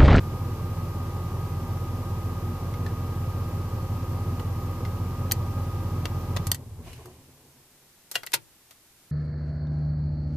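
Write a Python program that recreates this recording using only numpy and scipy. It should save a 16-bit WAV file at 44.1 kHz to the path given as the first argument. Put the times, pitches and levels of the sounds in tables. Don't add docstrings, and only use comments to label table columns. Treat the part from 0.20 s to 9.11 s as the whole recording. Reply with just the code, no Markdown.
import sys
import numpy as np
from scipy import signal
from scipy.fft import rfft, irfft, next_fast_len
from scipy.io import wavfile
from scipy.ndimage import map_coordinates

SR = 44100
rng = np.random.default_rng(int(sys.argv[2]) if len(sys.argv) > 2 else 0)


def int16_out(signal):
    q = np.round(np.clip(np.atleast_2d(signal).T, -1, 1) * 32767)
    wavfile.write(sys.argv[1], SR, q.astype(np.int16))


N = 392931
T = np.arange(N) / SR

# (time [s], speed [rpm])
CRANK_SPEED = [(0, 650.3), (6.3, 654), (6.45, 560), (6.65, 380), (6.9, 100), (7.0, 0)]
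CYLINDERS = [(0, 1.18), (1, .94), (1, .55), (0, 1.29), (1, .6), (0, .33), (0, 1.19), (1, .96)]
# (frequency [Hz], width [Hz], level [dB])
PIPE_MODES = [(88.5, 16.5, 2.8), (106.3, 19.6, 2.8), (170, 10, -6), (252, 12, -17)]
# (multiple of crank speed [ratio], level [dB])
WHINE_TONES = [(73.7, -58), (88.6, -59), (103.7, -58.5), (113.7, -48.5), (147.9, -65), (183.4, -69.5)]
# (frequency [Hz], relative density [dB per Hz])
GAS_COLOUR = [(71, -25), (120, -3), (172, -9), (199, -16.5), (244, -9.5), (285, -19), (342, -12.5),
              (405, -19.5), (538, -18.5), (672, -28), (779, -21.5), (1060, -25.5), (1240, -22), (1360, -32),
              (1500, -44), (1950, -72), (3300, -120)]
BAY_COLOUR = [(850, -32.5), (1450, -3.5), (1510, -6), (1610, -1), (1690, -4), (2030, -4.5), (2220, -5),
              (2320, -3.5), (2770, -4.5), (3520, -8), (5380, -8), (8960, -15), (12400, -10), (13700, -2),
              (14500, -22)]
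BOOM_COLOUR = [(25, -24), (45, -12), (62, -25), (78, 2), (95, -11), (120, -6), (160, -21), (300, -90)]
RUMBLE_COLOUR = [(79, -26.5), (135, 1), (204, -12), (254, -2.5), (290, -14.5), (361, -8.5), (593, -17),
                 (671, -19), (1060, -19.5), (1470, -34), (1600, -32), (2080, -57), (3520, -120)]
MOUNT_COLOUR = [(120, -20), (250, -5), (420, 0), (550, -9), (690, 0), (850, -8), (1050, -3.5), (1400, -21),
                (2500, -50)]
SIGH_COLOUR = [(710, -33.5), (1200, -9), (2620, -1.5), (2910, 0), (3230, -7.5), (13300, -13), (14500, -21)]
GARAGE_COLOUR = [(25, -2), (110, 1), (220, -4.5), (350, -1.5), (500, -7), (800, -6.5), (1300, -9.5),
                 (1800, -8.5), (6000, -8.5), (14500, -8)]
# (frequency [Hz], likeness [ratio])
EAR_LIKENESS = [(60, 0.97), (130, 0.99), (290, 0.97), (640, 0.91), (1400, 0.8), (3090, 0.019),
                (6790, -0.44), (14900, -0.03)]
# (time [s], level [dB])
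SHUDDERS = [(6.678, -47.5), (6.8, -50), (6.868, -52.5), (6.97, -65)]
# (time [s], half length [s], frequency [Hz], level [dB])
BELT_GROAN = (6.885, .04, 362, -46)
# (time [s], lock body level [dB], knock over body [dB], snap over body [dB],
# ring frequency [Hz], t60 [s])
KEY_CLICKS = [(5.1124, -23, -16, -6, 3190, 0.016), (5.1194, -21, -8, 6.5, 6660, 0.015),
              (5.8546, -26.5, -0.5, -11, 2740, .023), (6.1639, -26.5, -3, -10, 1900, .02),
              (6.1696, -26, -1, -13, 3500, .023), (6.2687, -36.5, -4, 7.5, 4400, 0.036),
              (6.316, -17.5, -9.5, 5, 3120, 0.015), (6.345, -38, -3, 5.5, 1920, .045),
              (6.73, -47.5, -12, -5, 2930, .06), (6.857, -59.5, 11, 10.5, 1100, 0.042),
              (7.9134, -42, -1.5, 10, 4460, 0.057), (8.0331, -38.5, 6, -6.5, 2050, 0.034),
              (8.0641, -43, -9, 11.5, 4370, 0.025), (8.070, -32, -11.5, -14.5, 1940, 0.023),
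              (8.1188, -42.5, -7, 1, 4900, 0.032), (8.132, -26, -20, -10, 2500, .022),
              (8.508, -50.5, -7, 0, 1250, 0.065)]
# (time [s], level [dB], knock [dB], body [dB], snap [dB], t60 [s],
# rise [s], blade ring [dB], column thud [dB])
KEY_CLACKS = [(7.934, -34, -9, -4, -3, 0.17, 0.015, -30, -40),
              (7.953, -20, -1.5, 3, -3.5, 0.035, 0.0029, -0.5, -30),
              (8.1328, -13, -6, 3.5, 3, 0.05, 0.0065, -30, -29)]
# (frequency [Hz], level [dB], t60 [s])
LOCK_MODES = [(1920, -13, 0.045), (4570, -1.5, 0.018), (5680, -7, 0.019), (6640, 2, 0.013),
              (8360, -1, 0.02), (11330, -15, 0.036), (13650, 2, 0.023)]
BLADE_MODES = [(1950, -4.5, .05), (2810, 7, 0.036), (3250, -20, 0.19)]
COLUMN_MODES = [(110.7, -8, 0.35), (141, 0, 0.18), (195, 1, 0.057), (366, -7, 0.08), (616, 1, .06)]
# (time [s], level [dB], ring [Hz], ring over crack [dB])
TRIM_TICKS = [(2.539, -45, 2150, 0), (2.663, -41, 1760, 8), (4.196, -41.5, 1960, -4),
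              (4.6501, -41.5, 2090, 5)]
# (frequency [Hz], t60 [s])
CABIN_DECAY = [(120, 0.58), (600, 0.15), (3000, 0.096), (12000, 0.05)]

KEY_OFF_S = 6.325
STALL_S = 6.616
HUNT_RPM, HUNT_PERIOD_S, FIRST_SURGE_S = 5.5, .347, .25
WANDER_CYCLES = .0022
BANK_LAG_S = .00209
THROB_DB, GROWTH_DB_PER_S = 1.4, .22
COAST_DB = -17
ENGINE_LAG_S = .00005
BAND_LIMIT_HZ = 14350


def crank(running):
    hunting = HUNT_RPM * np.cos(2 * np.pi * (T - FIRST_SURGE_S) / HUNT_PERIOD_S)
    rpm = np.interp(T, *np.transpose(CRANK_SPEED)) + running * hunting
    cycle = np.cumsum(rpm) / SR / 120 - .273
    return cycle + running * WANDER_CYCLES * wobble(8)


def pipe_response(hz):
    total = 0
    for k, (centre, width, db) in enumerate(PIPE_MODES):
        damping = 1j * hz * width
        total = total + (-1) ** k * amp(db) * damping / (centre ** 2 - hz ** 2 + damping)
    low_cut = 1 - 1 / (1 + (hz / 66) ** 10)
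    return total * low_cut


def exhaust(cycle, running, scatter_db=1.2, jitter_s=.00018, pulse_db=24, boom_db=-41, stall_db_per_s=130):
    count = len(CYLINDERS)
    firing = np.arange(-2, int(cycle[-1] * count))
    bank, strength = np.array(CYLINDERS)[firing % count].T
    chance = rng.standard_normal((len(firing), 2))
    when = np.interp(firing / count, cycle, T) + (bank < .5) * BANK_LAG_S + jitter_s * chance[:, 0]
    sample = np.clip(when * SR, 0, N - 1).astype(int)
    pulses = np.bincount(sample, strength * amp(scatter_db * chance[:, 1]), N)
    drive_db = THROB_DB + GROWTH_DB_PER_S * T + COAST_DB * (1 - running)
    drive = amp(drive_db - stall_db_per_s * np.maximum(T - STALL_S, 0))
    lope = amp(pulse_db) * filtered(pulses * drive, pipe_response)
    body_boom = amp(boom_db) * drive * np.cos(2 * np.pi * count * cycle)
    return lope + body_boom


def gas(cycle, running, gas_db=-36, bay_db=-51):
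    strength = np.transpose(CYLINDERS)[1]
    count = len(strength)
    puffs = np.interp(cycle * count - 1, np.arange(count), strength, period=count)
    stream = rush(GAS_COLOUR)
    burble = filtered(stream, lambda hz: 1 / (1 + (hz / 190) ** 4))
    treble = (stream - burble) * (1 + .15 * (puffs - 1) + .095 * wobble(30))
    rushing = unit(burble * puffs + treble) * pan(-.4)
    bay = amp(bay_db) * rush(BAY_COLOUR) * pan(.4)
    return running * (amp(gas_db) * rushing + bay)


def alternator(cycle, running, flutter_db=.5, waver=.5):
    tones = 0
    for multiple, db in WHINE_TONES:
        level = amp(db + flutter_db * wobble(35))
        tones = tones + level * np.sin(4 * np.pi * multiple * cycle + waver * wobble(50))
    return np.sqrt(2) * running * tones * pan(-.6)


def rundown(running, boom_db=-39, rumble_db=-49.5, sigh_db=-51, flutter_db=1.5):
    boom = amp(boom_db) * swell(STALL_S, rise_s=.3, fall_db_per_s=44) * rush(BOOM_COLOUR)
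    shaking = sum(amp(db) * swell(s, rise_s=.017, fall_db_per_s=228) for s, db in SHUDDERS)
    knocks = shaking * rush(MOUNT_COLOUR)
    rumble_level = amp(rumble_db + flutter_db * wobble(25))
    rumble = rumble_level * swell(STALL_S, rise_s=1.5, fall_db_per_s=19) * rush(RUMBLE_COLOUR)
    sigh = amp(sigh_db) * swell(6.685, rise_s=.043, fall_db_per_s=58) * rush(SIGH_COLOUR)
    s, half_length, hz, db = BELT_GROAN
    groan_tone = np.sin(2 * np.pi * hz * T + .29 * wobble(60))
    groan = amp(db) * np.exp(-((T - s) / half_length) ** 2) * groan_tone
    return (1 - running) * (boom + knocks + rumble + groan + sigh)


def ignition_lock(ring_db=-6, note_db=-4, rise_s=.00046):
    out, t = np.zeros((2, N + SR)), np.arange(SR // 3) / SR
    for s, db, knock_db, snap_db, hz, t60 in KEY_CLICKS:
        metal = amp(snap_db + ring_db) * ring(LOCK_MODES, t) + ring([(hz, note_db, t60)], t)
        hit = crack(t, knock_db, 0, snap_db) * amp(-60 * t / t60) + metal
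        place(out, s, amp(db) * hit * (1 - np.exp(-t / rise_s)))
    for s, db, knock_db, body_db, snap_db, t60, rise, blade_db, thud_db in KEY_CLACKS:
        scrape = crack(t, knock_db, body_db, snap_db) * amp(-60 * t / t60)
        hit = scrape + amp(blade_db) * ring(BLADE_MODES, t) + amp(thud_db) * ring(COLUMN_MODES, t)
        place(out, s, amp(db) * hit * (1 - np.exp(-(t / rise) ** 2)))
    return out[:, :N] * pan(.8)


def trim(t60=.041, rise_s=.00049, knock_db=0, snap_db=-15):
    out, t = np.zeros((2, N + SR)), np.arange(SR // 8) / SR
    for s, db, hz, note_db in TRIM_TICKS:
        tick = crack(t, knock_db, 0, snap_db) * amp(-60 * t / t60) + ring([(hz, note_db, t60)], t)
        place(out, s, amp(db) * tick * (1 - np.exp(-t / rise_s)))
    return out[:, :N]


def cabin(x):
    hz, t, noise = signal.stft(rng.standard_normal((2, SR // 2)), SR, nperseg=256)
    decay = amp(-60 * t / along(CABIN_DECAY, hz)[:, None])
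    tail = signal.istft(noise * decay, SR, nperseg=256)[1]
    return signal.fftconvolve(x, tail / np.linalg.norm(tail[0]), axes=1)[:, :N]


def still_garage(level_db=-56.5):
    return amp(level_db) * rush(GARAGE_COLOUR)


def ring(modes, t):
    total = 0
    for hz, db, t60 in modes:
        level = amp(db + rng.normal(0, .79) - 60 * t / t60)
        total = total + level * np.sin(2 * np.pi * hz * t + rng.normal(0, .35, (2, 1)))
    return total


def crack(t, knock_db, body_db, snap_db):
    out = 0
    bands = [((380, 1500), knock_db, .25), ((1500, 5200), body_db, .6), ((5400, 16500), snap_db, 1)]
    for edges_hz, db, width in bands:
        band = signal.butter(2, edges_hz, 'band', fs=SR, output='sos')
        mid, side = signal.sosfilt(band, rng.standard_normal((2, len(t))))
        out = out + amp(db) * (unit(mid) + width * unit(side) * np.array([[1], [-1]]))
    return out


def rush(colour):
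    def mid_side(hz):
        turn = np.arccos(np.clip(along(EAR_LIKENESS, hz), 0, 1)) / 2
        return amp(along(colour, hz)) * np.array([np.cos(turn), np.sin(turn)])
    mid, side = filtered(rng.standard_normal((2, N)), mid_side)
    return unit(np.array([mid + side, mid - side]))


def swell(s, rise_s, fall_db_per_s):
    rise = np.exp(-(np.minimum(T - s, 0) / rise_s) ** 2)
    return rise * amp(-fall_db_per_s * np.maximum(T - s, 0))


def wobble(rate):
    return map_coordinates(rng.standard_normal(int(N * rate / SR) + 4), [T * rate])


def filtered(x, response):
    m = next_fast_len(N + SR // 2)
    return irfft(rfft(x, m) * response(np.fft.rfftfreq(m, 1 / SR)), m)[..., :N]


def along(points, hz):
    f, v = np.transpose(points)
    return np.interp(np.log(hz + 1), np.log(f + 1), v)


def place(out, s, hit):
    out[:, round(s * SR):][:, :hit.shape[1]] += hit


def pan(left_db):
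    return amp([[left_db], [-left_db]])


def amp(db):
    return 10 ** (np.asarray(db) / 20)


def unit(x):
    return x / np.sqrt(np.mean(x ** 2) + 1e-20)


def scene():
    running = np.clip((KEY_OFF_S - T) / .065 + .5, 0, 1)
    cycle = crank(running)
    engine = exhaust(cycle, running) * pan(-.25) + gas(cycle, running)
    engine = engine + alternator(cycle, running) + rundown(running)
    ears = np.array([[1], [-1]])
    engine = filtered(engine, lambda hz: np.exp(-1j * np.pi * hz * ENGINE_LAG_S * ears))
    clicks = ignition_lock() + trim()
    return engine + clicks + amp(-10) * cabin(clicks) + still_garage()


def record(dry):
    return filtered(dry, lambda hz: 1 / np.sqrt(1 + (hz / BAND_LIMIT_HZ) ** 240))


dry = scene()
out = record(dry)
int16_out(out)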